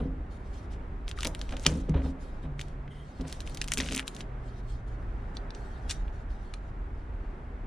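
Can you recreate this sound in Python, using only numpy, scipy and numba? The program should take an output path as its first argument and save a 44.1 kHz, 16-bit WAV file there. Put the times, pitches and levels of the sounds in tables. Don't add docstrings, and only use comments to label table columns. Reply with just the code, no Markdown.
import sys
import numpy as np
from scipy import signal
from scipy.fft import rfft, irfft
from scipy.io import wavfile
from scipy.ndimage import uniform_filter1d
from numba import njit

SR = 44100
rng = np.random.default_rng(int(sys.argv[2]) if len(sys.argv) > 2 else 0)


def gain_from_decibels(decibels):
    exponent = np.asarray(decibels, float) / 20
    return 10 ** exponent


def generate_wav(signal):
    frames = np.transpose(np.atleast_2d(signal))
    scaled = np.clip(frames, -1, 1) * 32767
    pcm = np.round(scaled).astype(np.int16)
    wavfile.write(sys.argv[1], SR, pcm)


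N = 337806
T = np.arange(N) / SR
LEFT_RIGHT = np.array([[1], [-1]])


def along(table):
    s, *columns = np.transpose(table)
    return [np.interp(T, s, column) for column in columns]


def on_log(hz, table):
    table_hz, value = np.transpose(table)
    return np.interp(np.log(np.maximum(hz, 1)), np.log(table_hz), value)


def colour(x, table):
    cepstrum = irfft(np.log(gain_from_decibels(on_log(np.fft.rfftfreq(1024, 1 / SR), table))))
    cepstrum[1:512] *= 2
    cepstrum[513:] = 0
    impulse = irfft(np.exp(rfft(cepstrum)))
    return signal.fftconvolve(x, impulse[None], axes=1)[:, :N]


# (frequency [Hz], side minus mid [dB])
STEREO_WIDTH = [(60, -23.5), (110, -23.5), (200, -17), (380, -16.5), (700, -2), (1290, 1.5), (2380, -4.5),
                (4400, -6.5), (8120, 3.5), (15000, -5)]


def diffuse(spectrum, size=N):
    hz = np.fft.rfftfreq(size, 1 / SR)
    mid, side = rfft(rng.standard_normal((2, size))) * gain_from_decibels(on_log(hz, spectrum))
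    x = irfft(mid + LEFT_RIGHT * side * gain_from_decibels(on_log(hz, STEREO_WIDTH)), size)
    return x / np.sqrt(np.mean(x ** 2))


def walk(rate_hz):
    k = int(SR / rate_hz)
    held = np.repeat(rng.standard_normal(N // k + 1), k)
    return 1.05 * uniform_filter1d(uniform_filter1d(held, k), k)[:N]


@njit
def grains(start, hz, cycles, size, rise):
    out = np.zeros(N)
    for k in range(len(start)):
        turn = np.exp((2j * np.pi - 1 / cycles[k]) * hz[k] / SR)
        swell = np.exp(-hz[k] / SR / rise)
        i = int(start[k])
        z, unborn = size[k] * turn ** (i + 1 - start[k]), swell ** (i + 1 - start[k])
        while abs(z) > abs(size[k]) * 1e-3 and i + 1 < N:
            i += 1
            out[i] += z.imag * (1 - unborn) ** 2
            z, unborn = z * turn, unborn * swell
    return out


def panned_grains(s, hz, cycles, size, pan_db, lag):
    hz = np.clip(hz, 200, .4 * SR)
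    sides = []
    for side in (1, -1):
        start = np.maximum(s * SR + side * lag / 2, 0)
        sides.append(grains(start, hz, cycles, size * gain_from_decibels(side * pan_db / 2), 0.21))
    return np.array(sides)


# (time [s], tyre roar level [dB], rumble level [dB])
TRAFFIC_SWELLS = [(0, -50, -37), (.4, -52.5, -40), (1.0, -51.5, -37.5), (2.2, -51, -39.5),
                  (3.0, -52.5, -42), (3.5, -50.5, -35.5), (4.15, -51, -44), (4.6, -51, -38.5),
                  (5.1, -50.5, -34.5), (5.5, -49.5, -40.5), (5.9, -51, -34.5), (6.6, -51.5, -38.5),
                  (7.66, -50.5, -39.5)]
# (frequency [Hz], relative level per Hz [dB])
ROAR_COLOUR = [(60, -32), (100, -5.5), (250, -8.5), (340, -13), (390, -10.5), (450, -16), (760, -18.5),
               (1000, -22.5), (1420, -24.5), (2070, -29), (3000, -39), (4800, -50.5), (10000, -59.5),
               (11000, -67), (14300, -99)]
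# (frequency [Hz], relative level per Hz [dB])
RUMBLE_COLOUR = [(8.8, -49.5), (15, -0.5), (43, 6.5), (130, -14), (170, -44.5), (290, -120)]
# (frequency [Hz], relative level per Hz [dB])
CAR_TYRE_COLOUR = [(450, -27), (750, 9), (1100, -9.5), (1450, 2.5), (1900, -2.5), (2500, -49.5)]


def traffic():
    roar_db, rumble_db = along(TRAFFIC_SWELLS)
    roar = gain_from_decibels(roar_db + 3.5 + walk(4.5)) * diffuse(ROAR_COLOUR)
    rumble = gain_from_decibels(rumble_db + 1.0 + 1.7 * walk(5)) * diffuse(RUMBLE_COLOUR)
    nearest_s, speed_m_s, nearest_m, nearest_db = 5.7, 15, 6.4, -55
    distance_m = np.hypot(nearest_m, speed_m_s * (T - nearest_s))
    car = gain_from_decibels(nearest_db) * nearest_m / distance_m * diffuse(CAR_TYRE_COLOUR)
    return roar + rumble + car


REST_DB = -88.5
# (start [s], length [s], level at the start [dB], level at the end [dB])
RUB_STROKES = [(0, 0.076, -66, -75), (0.314, 0.06, -65, -69), (0.391, 0.17, -75, -63),
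               (0.537, 0.12, -57.5, -69), (0.721, 0.02, -57.5, -53.5), (1.093, 0.043, -47.5, -71),
               (1.173, 0.08, -55, -49), (1.316, 0.23, -67, -56), (1.565, 0.081, -62.5, -49),
               (1.671, 0.14, -46, -57), (1.837, 0.078, -68, -71), (1.966, 0.14, -68.5, -58),
               (2.211, 0.22, -60, -79), (2.431, 0.036, -63.5, -74), (2.6, 0.069, -55, -71),
               (2.666, .065, -69, -66), (2.928, 0.41, -69.5, -65), (3.279, 0.2, -50, -65),
               (3.462, 0.2, -55.5, -60), (3.695, 0.05, -53.5, -51), (3.784, 0.22, -47, -47.5),
               (4.079, 0.017, -44, -65), (4.116, 0.094, -65, -51.5), (4.405, 0.2, -71, -66),
               (4.634, 0.072, -72, -62), (4.72, 0.087, -61, -72), (4.878, 0.077, -69, -70),
               (4.997, 0.45, -75, -77.5), (5.354, 0.018, -59, -65), (5.55, 0.39, -62.5, -71),
               (5.908, 0.025, -38.5, -52), (5.94, 0.084, -53.5, -68), (6.039, 0.057, -74, -67),
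               (6.129, 0.096, -68.5, -69.5), (6.298, .4, -70, -72), (6.948, 0.14, -74, -79.5),
               (7.198, 0.18, -81.5, -78)]


def rubbing():
    rise_db_s, fall_db_s = 899.5, 748
    db = np.full(N, 1. * REST_DB)
    for s, length, first_db, last_db in RUB_STROKES:
        held = np.interp(T, [s, s + length], [first_db, last_db])
        before = rise_db_s * np.maximum(s - T, 0)
        after = fall_db_s * np.maximum(T - s - length, 0)
        db = np.maximum(db, held - before - after)
    return db


# (frequency [Hz], relative level [dB])
HISS_COLOUR = [(2000, -12), (3000, 3), (5000, -6.5), (7000, -9.5), (10300, -8), (11300, -23), (14000, -24),
               (16000, -41.5)]
# (frequency [Hz], gain [dB])
CREASE_COLOUR = [(300, -7), (900, -1), (1800, 2.5), (3000, 3), (4600, 2), (6000, 5.5), (8000, 5),
                 (10000, 9), (11500, -1), (14000, 4.5), (16400, -16)]


def rustle(count=18000):
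    db = rubbing()
    centre_hz = 4100 + 42.5 * (db - REST_DB)
    chance = rng.random((count, 5)).T
    pitch = 1600 * 2 ** (2.49 * chance[3])
    size = gain_from_decibels(-3.0 * np.log(chance[1] + .02)) * np.sign(chance[2] - .5) * np.sqrt(pitch)
    pan_db, lag = 6 * (chance[4] - .4), 4 * (chance[4] - .5)
    tiny = panned_grains(chance[0] * N / SR, pitch, np.full(count, 1.2), size, pan_db, lag)
    tiny = colour(tiny, CREASE_COLOUR)
    grit = np.clip((db + 62.0) / 12, 0, 1)
    hiss, source = 0, diffuse(HISS_COLOUR)
    for hz in 2200 * 2 ** np.arange(0, 2.8, .2):
        edges_hz = [hz / 2 ** .1, hz * 2 ** .1]
        band = signal.sosfilt(signal.butter(2, edges_hz, "band", fs=SR, output="sos"), source)
        octaves = np.log2(hz / centre_hz)
        hiss = hiss + band * gain_from_decibels(np.maximum(-12 * octaves ** 2, -8) + 2.0 * walk(33))
    crackle = gain_from_decibels(0.5) * grit * tiny / tiny.std()
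    hiss = gain_from_decibels(10.0 + 2.3 * walk(40)) * (1 - 0.72 * grit) * hiss
    return gain_from_decibels(db) * (crackle + hiss)


# (start [s], length [s], level [dB])
BOX_SHUDDERS = [(0, .07, -40), (.16, 0.058, -48), (1.249, .025, -40.5), (1.708, 0.093, -38),
                (2.026, .07, -44), (3.195, .03, -44), (3.766, 0.071, -43), (3.894, 0.082, -44.5)]
# (frequency [Hz], relative level [dB], free ring time for a 60 dB drop [s])
TABLE_TOP_MODES = [(40.4, 11, 0.24), (58, -4.5, 0.07), (69.6, 5, 0.66), (95, -5, 0.16), (152.1, 0, 0.76),
                   (180.1, -5, 1), (239, 0.5, 0.15), (265.7, 0, 0.8), (317, -10.5, 0.97), (393, -2, 0.21),
                   (482.5, -10, 0.36), (581, -10, 0.12), (731, -10.5, 0.13), (890, -4.5, 0.07),
                   (1225, -5.5, 0.07)]


def shudder():
    chatter_hz, chatter_top_hz, chatter_db_per_oct2 = 267, 474, 15.5
    ring_share = .4
    push = sum(gain_from_decibels(db) * ((T >= s) & (T < s + length)) for s, length, db in BOX_SHUDDERS)
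    push = uniform_filter1d(push, size=300) * gain_from_decibels(2.5 * walk(60)) * rng.standard_normal(N)
    push = signal.sosfilt(signal.butter(4, chatter_top_hz, fs=SR, output="sos"), push)
    out = 0
    for hz, db, t60 in TABLE_TOP_MODES:
        width_hz = np.log(1000) / (np.pi * t60 * ring_share)
        reach_db = -chatter_db_per_oct2 * np.log2(hz / chatter_hz) ** 2
        ringing = signal.lfilter(*signal.iirpeak(hz, hz / width_hz, SR), push)
        out = out + gain_from_decibels(db + reach_db) * ringing * np.sqrt(SR / width_hz / np.pi)
    return out


# (time [s], blow strength [dB], contact time [ms],
# scrape relative to the blow [dB], share of the free ring time that the hand allows [ratio])
BOX_BUMPS = [(0.002, -24.5, 1.04, -19, 1), (1.25, -30, 0.5, -9, 0.41), (1.266, -33, 1.3, -19, 0.4),
             (1.521, -31, 0.8, -10, 0.47), (1.657, -17, 0.32, -19.5, 0.64), (1.677, -13, 19, -46, 0.57),
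             (1.712, -22.5, 5.3, -27, 1), (1.885, -15.5, 1.5, -29.5, 0.29), (1.899, -9.5, 7.1, -47, 0.25),
             (1.948, -13, 11.4, -32, 0.39), (1.94, -21.5, 0.5, -13.5, 0.48), (1.972, -29, 1.6, -20, 1),
             (2.04, -23, 1.5, -20, 0.45), (2.436, -29, 2.5, -20, 0.7), (3.192, -26, 1.4, -23, 0.2),
             (3.206, -33, 0.73, -20, 0.49), (3.241, -26.5, 4.1, -27, 0.42), (3.775, -33, 0.61, -20, 0.53),
             (3.797, -37, 2.1, -6.5, 0.63), (3.83, -32, 2, -15, 0.74), (3.91, -39, 2.1, -11.5, .4)]


def table_bumps():
    s, db, contact_ms, _, ring_share = np.transpose(BOX_BUMPS)
    hz, mode_db, t60 = np.transpose(TABLE_TOP_MODES)
    chance = rng.standard_normal((len(s), len(hz), 4))
    soft = 1 / (1 + (np.outer(np.abs(contact_ms), hz) / 1000) ** 2)
    level_db = db[:, None] + mode_db - 11.0 + 2.7 * chance[..., 0]
    size = gain_from_decibels(level_db) * soft * np.exp(3j * chance[..., 1])
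    tone = hz * (1 + 0.01 * chance[..., 2])
    start = (s[:, None] + 0.00431 * np.abs(chance[..., 3])) * SR
    cycles = np.outer(np.clip(ring_share, .1, 2), t60 * hz / np.log(1000))
    return grains(start.ravel(), tone.ravel(), cycles.ravel(), size.ravel(), 0.3)


def scuffs():
    s, db, _, scuff_db, _ = np.transpose(BOX_BUMPS)
    hits = np.zeros(N)
    hits[(s * SR).astype(int)] = gain_from_decibels(db + scuff_db)
    fade_s = 0.029
    fade = signal.lfilter([1], [1, -np.exp(-1 / (fade_s * SR))], hits)
    rough = uniform_filter1d(fade, size=60) * gain_from_decibels(4.0 * walk(180))
    scrape = diffuse([(250, -21.0), (500, 11.0), (1200, -2.5), (4000, -15.0), (5500, -54.5)])
    return rough * scrape.mean(0)


# (frequency [Hz], time for a 60 dB drop [s])
YARD_RING_TIMES = [(500, 0.99), (2000, 0.11), (4000, 0.093), (8000, 0.15), (14000, 0.14)]


def yard(x, size=22050):
    t, tail = np.arange(size) / SR, 0
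    for hz in 500 * 2 ** np.arange(0, 5, .5):
        band = diffuse([(hz / 1.5, -40), (hz / 1.2, 0), (hz * 1.2, 0), (hz * 1.5, -40)], size)
        band = band * np.sqrt(hz / 4000)
        band = band * gain_from_decibels(1.0 * np.log2(hz / 4000))
        decay = 10 ** (-3 * t / on_log(hz, YARD_RING_TIMES))
        tail = tail + band * decay * np.minimum(t / 0.0011, 1)
    return gain_from_decibels(-50) * signal.fftconvolve(x.mean(0)[None], tail, axes=1)[:, :N]


# (time [s], level [dB], central pitch [Hz], after-slips relative to the snap [dB],
# bright edge relative to the snap [dB])
FILM_SNAPS = [(1.0806, -23.5, 3530, -12, -8), (1.0885, -37, 5500, -11, 1), (1.1139, -22.5, 3350, -14, -6),
              (1.176, -43.5, 1590, -3, 1.5), (1.1872, -45, 1240, -3, -8), (1.1915, -35, 3430, -9, -1.5),
              (1.1884, -27.5, 3260, -14, -3), (1.2074, -22, 3660, -7, 6), (1.2213, -30.5, 3100, -6, 2.5),
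              (1.2319, -17.5, 2860, -6, 9.5), (1.2486, -14.5, 4040, -14, 8), (1.2528, -18, 3230, -4, 5),
              (1.2545, -24.5, 2500, -7, 0.5), (1.2668, -24, 5786, -14, -0.5), (1.2715, -15.5, 5700, -8, 3),
              (1.3495, -23, 3450, -10, 9.5), (1.3931, -39.5, 5200, -5, 9.5),
              (1.415, -20.5, 3360, -10.5, -8), (1.4925, -30, 3020, -9.5, -3.5),
              (1.5089, -36, 2950, -3, 1.5), (1.5244, -30.5, 2600, -3, 1.5), (1.568, -26, 3270, -6, -1.5),
              (1.5968, -32.5, 5800, -11, -2), (1.6397, -37, 5500, -8, 5.5), (1.6505, -25, 2945, -7, -6.5),
              (1.6607, -19.5, 3440, -14, -6), (1.6645, -1.5, 3050, -12.5, -5.5),
              (1.6662, -1.5, 5560, -26, -5.5), (1.6678, -11, 5800, -12, -8), (1.8937, -42.5, 2820, 7.5, 6),
              (1.9451, -38.5, 3280, -13, -10), (1.9762, -44, 2500, -9, 1), (2.0197, -42, 2170, -10, 5),
              (2.5939, -27, 3070, -4.5, -6.5), (2.6046, -33, 3770, -11, 3), (2.6132, -23, 3530, -8, 6.5),
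              (2.6832, -47, 3620, -2, 13.5), (2.8783, -46.5, 2000, -3, 14.5), (3.2108, -38, 4880, 4, -3),
              (3.3002, -39, 3500, -20, -2), (3.3266, -22, 4200, -9, 6.5), (3.4051, -25.5, 3900, -5.5, 4.5),
              (3.4184, -42, 4260, 1, 3), (3.4659, -40, 3550, -6, 12), (3.4753, -27.5, 2730, -12, 6),
              (3.4973, -37.5, 4530, -21, 15), (3.5473, -29, 5700, -2, 2), (3.5729, -25, 4100, -5.5, 6.5),
              (3.6155, -14, 4200, -3.5, -12), (3.6422, -27, 4240, -5, 11.5), (3.6777, -26.5, 4800, -26, 8),
              (3.6833, -24.5, 3330, -4, 14), (3.7197, -14.5, 3100, -3, 16), (3.7368, -12, 5700, -5.5, 0),
              (3.7738, -16, 3440, -5, 12), (3.78, -18, 6140, -5, 4), (3.783, -17.5, 6360, -3, -0.5),
              (3.7875, -21.5, 2600, 1, 6), (3.7945, -27, 6410, -9.5, -4), (3.8016, -28, 1650, -15, -1),
              (3.8025, -15, 3310, -1.5, 2.5), (3.8072, -20, 4060, -18, -7), (3.8157, -30, 2250, 1, -2),
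              (3.8236, -28, 3100, -11, 11), (3.8335, -31.5, 2300, 0, 3), (3.844, -30.5, 5500, -12, 2),
              (3.8612, -32, 2690, 3, 1), (3.8739, -31, 3300, -5, 3), (3.8878, -23, 2480, -8, 3),
              (3.9109, -25, 3400, -5, 0), (3.9177, -32, 5000, 3, -1), (3.9236, -20, 3000, -9, 12),
              (3.9335, -23.5, 5200, -8, -7), (3.9445, -29, 3470, 2, 3), (3.9486, -17, 5010, -7, 6),
              (3.952, -25.5, 6060, -13, -3), (3.9631, -14.5, 7990, -15, 4), (3.9698, -21, 2500, -14, 4),
              (3.9779, -17, 3420, -12, 14), (3.9882, -25.5, 2360, -5, 12), (3.9953, -13.5, 3250, -23, 3),
              (4.0007, -30.5, 2240, 0.5, 3), (4.0275, -40, 2204, -9, 1), (4.0796, -18, 3680, -9.5, 10.5),
              (4.1475, -41, 4300, 8, 4), (4.1656, -29, 3380, -9, 9), (4.2071, -24.5, 3000, -5, 0)]


def snaps(count=16):
    s, db, hz, slips_db, edge_db = (np.repeat(c, count) for c in np.transpose(FILM_SNAPS))
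    ring = np.clip(0.52 * np.maximum(2600 / hz, 1) ** 3.5, .4, 7)
    part = np.tile(np.arange(count), len(FILM_SNAPS))
    later = part > 2
    chance = rng.random((len(s), 5)).T
    delay = np.where(later, 0.000596 + .009 * chance[0] ** 1.8, 0)
    slip_pitch = 2 ** (2.0 * (chance[1] - .4) / np.sqrt(np.maximum(ring, 1)))
    snap_pitch = np.array([1.01, 2.05, .48])[np.minimum(part, 2)] * (0.85 + 0.29 * chance[1])
    pitch = np.where(later, slip_pitch, snap_pitch)
    snap_db = np.where(part == 1, edge_db, np.where(part == 0, 6.0, -1.5))
    part_db = np.where(later, slips_db - 1500 * delay - 6 * chance[2], snap_db)
    part_db = part_db - np.where((part == 1) | (part == 2), 9 * np.log2(ring / 0.3), 0)
    cycles = ring * np.where(later, 2.2, 1.3)
    sign = np.where(later, np.sign(chance[3] - .5), -1)
    size = sign * gain_from_decibels(db + part_db)
    spread = np.where(later, 5, 2.2) * (chance[4] - .5)
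    pan_db, lag = 1.4 + 2.2 * spread, -.8 + 0.57 * spread
    x = panned_grains(s - .0002 + delay, hz * pitch, cycles, size, pan_db, lag)
    return colour(x, CREASE_COLOUR)


# (start [s], length [s], starting pitch [Hz], glide [Hz per s], level [dB])
FAR_ENGINES = [(2.445, 0.63, 140.1, 7, -48), (3.502, 0.28, 148.6, -3.5, -50),
               (4.231, 0.86, 123.6, -14.5, -47.5)]


def engines():
    out = 0
    for s, length, hz, glide_hz_s, db in FAR_ENGINES:
        gate = uniform_filter1d(1. * ((T >= s) & (T < s + length)), size=6000)
        level = np.sqrt(2) * gate * gain_from_decibels(db + 0.94 * walk(3.78) + 2.6 * walk(16))
        pitch_hz = hz + glide_hz_s * (T - s) + 2.35 * walk(9)
        out = out + level * np.sin(2 * np.pi * np.cumsum(pitch_hz) / SR)
    return out


# (frequency [Hz], width of one filter pass [Hz], relative level [dB])
FILM_RESONANCES = [(2000, 190, -2), (3150, 290, -2.5), (3600, 140, -12), (5500, 440, -24), (6600, 310, -20),
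                   (9050, 2000, -23)]


def drag():
    start_s, length_s, start_db, fade_db_s = 2.905, 0.15, -40, 53
    gate = uniform_filter1d(1. * ((T > start_s) & (T < start_s + length_s)), size=600)
    level_db = start_db - fade_db_s * (T - start_s) + 4.04 * walk(61)
    noise = rng.standard_normal(N) * gate * gain_from_decibels(level_db)
    out = 0
    for hz, width_hz, db in FILM_RESONANCES:
        b, a = signal.iirpeak(hz, hz / width_hz, SR)
        out = out + gain_from_decibels(db) * signal.lfilter(b, a, signal.lfilter(b, a, noise))
    return out


# (time [s], level [dB], centre frequency [Hz], reach around it [octaves])
KNIFE_CLICKS = [(5.369, -25, 4350, 0.34), (5.505, -31.5, 4100, 0.42), (5.5487, -36.5, 4400, 0.61),
                (5.8953, -25.5, 3900, 0.94), (5.8972, -33, 3000, 1.1), (5.9007, -22.5, 3420, 0.97),
                (5.9086, -20.5, 4630, 1.0), (5.9097, -22.5, 3220, .9), (5.915, -31, 5200, 1.1),
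                (6.0798, -42, 3000, 0.44), (6.304, -45, 3030, .3), (6.538, -31.5, 3170, 1.07),
                (6.5418, -40, 4000, 1)]
# (frequency [Hz], ring time for a 60 dB drop [s])
KNIFE_TONES = [(1250, 0.04), (1750, 0.016), (2430, 0.025), (2850, 0.016), (3540, 0.019), (4050, 0.019),
               (4600, 0.014), (5660, 0.02), (6550, 0.022), (7600, 0.017), (8600, 0.037), (9500, 0.019),
               (10400, 0.019)]


def knife():
    s, db, centre_hz, reach = np.transpose(KNIFE_CLICKS)
    hz, t60 = np.transpose(KNIFE_TONES)
    chance = rng.standard_normal((len(s), len(hz), 4))
    away = np.log2(hz / centre_hz[:, None]) / np.maximum(reach, .1)[:, None]
    size = gain_from_decibels(db[:, None] - 10.0 + np.maximum(-6 * away ** 2, -24.0) + 2.2 * chance[..., 0])
    start = s[:, None] + .00015 * np.abs(chance[..., 1])
    tone = hz * (1 + 0.016 * chance[..., 2])
    cycles = np.tile(t60 * hz / np.log(1000), len(s))
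    pan_db = 1.5 + 3.3 * chance[..., 3].ravel()
    return panned_grains(start.ravel(), tone.ravel(), cycles, size.ravel(), pan_db, -1.0)


def scene():
    near = snaps() + knife() + table_bumps() + scuffs() + shudder()
    road_right_db = .6
    road = (engines() + traffic()) * gain_from_decibels(-road_right_db * LEFT_RIGHT / 2)
    return near + yard(near) + rustle() + drag() + road


def roll_off(x):
    return signal.sosfilt(signal.butter(12, 16530, fs=SR, output="sos"), x)


def record(dry):
    mix = signal.sosfilt(signal.butter(1, 15, "high", fs=SR, output="sos"), dry)
    return roll_off(mix)


dry = scene()
out = record(dry)
generate_wav(out)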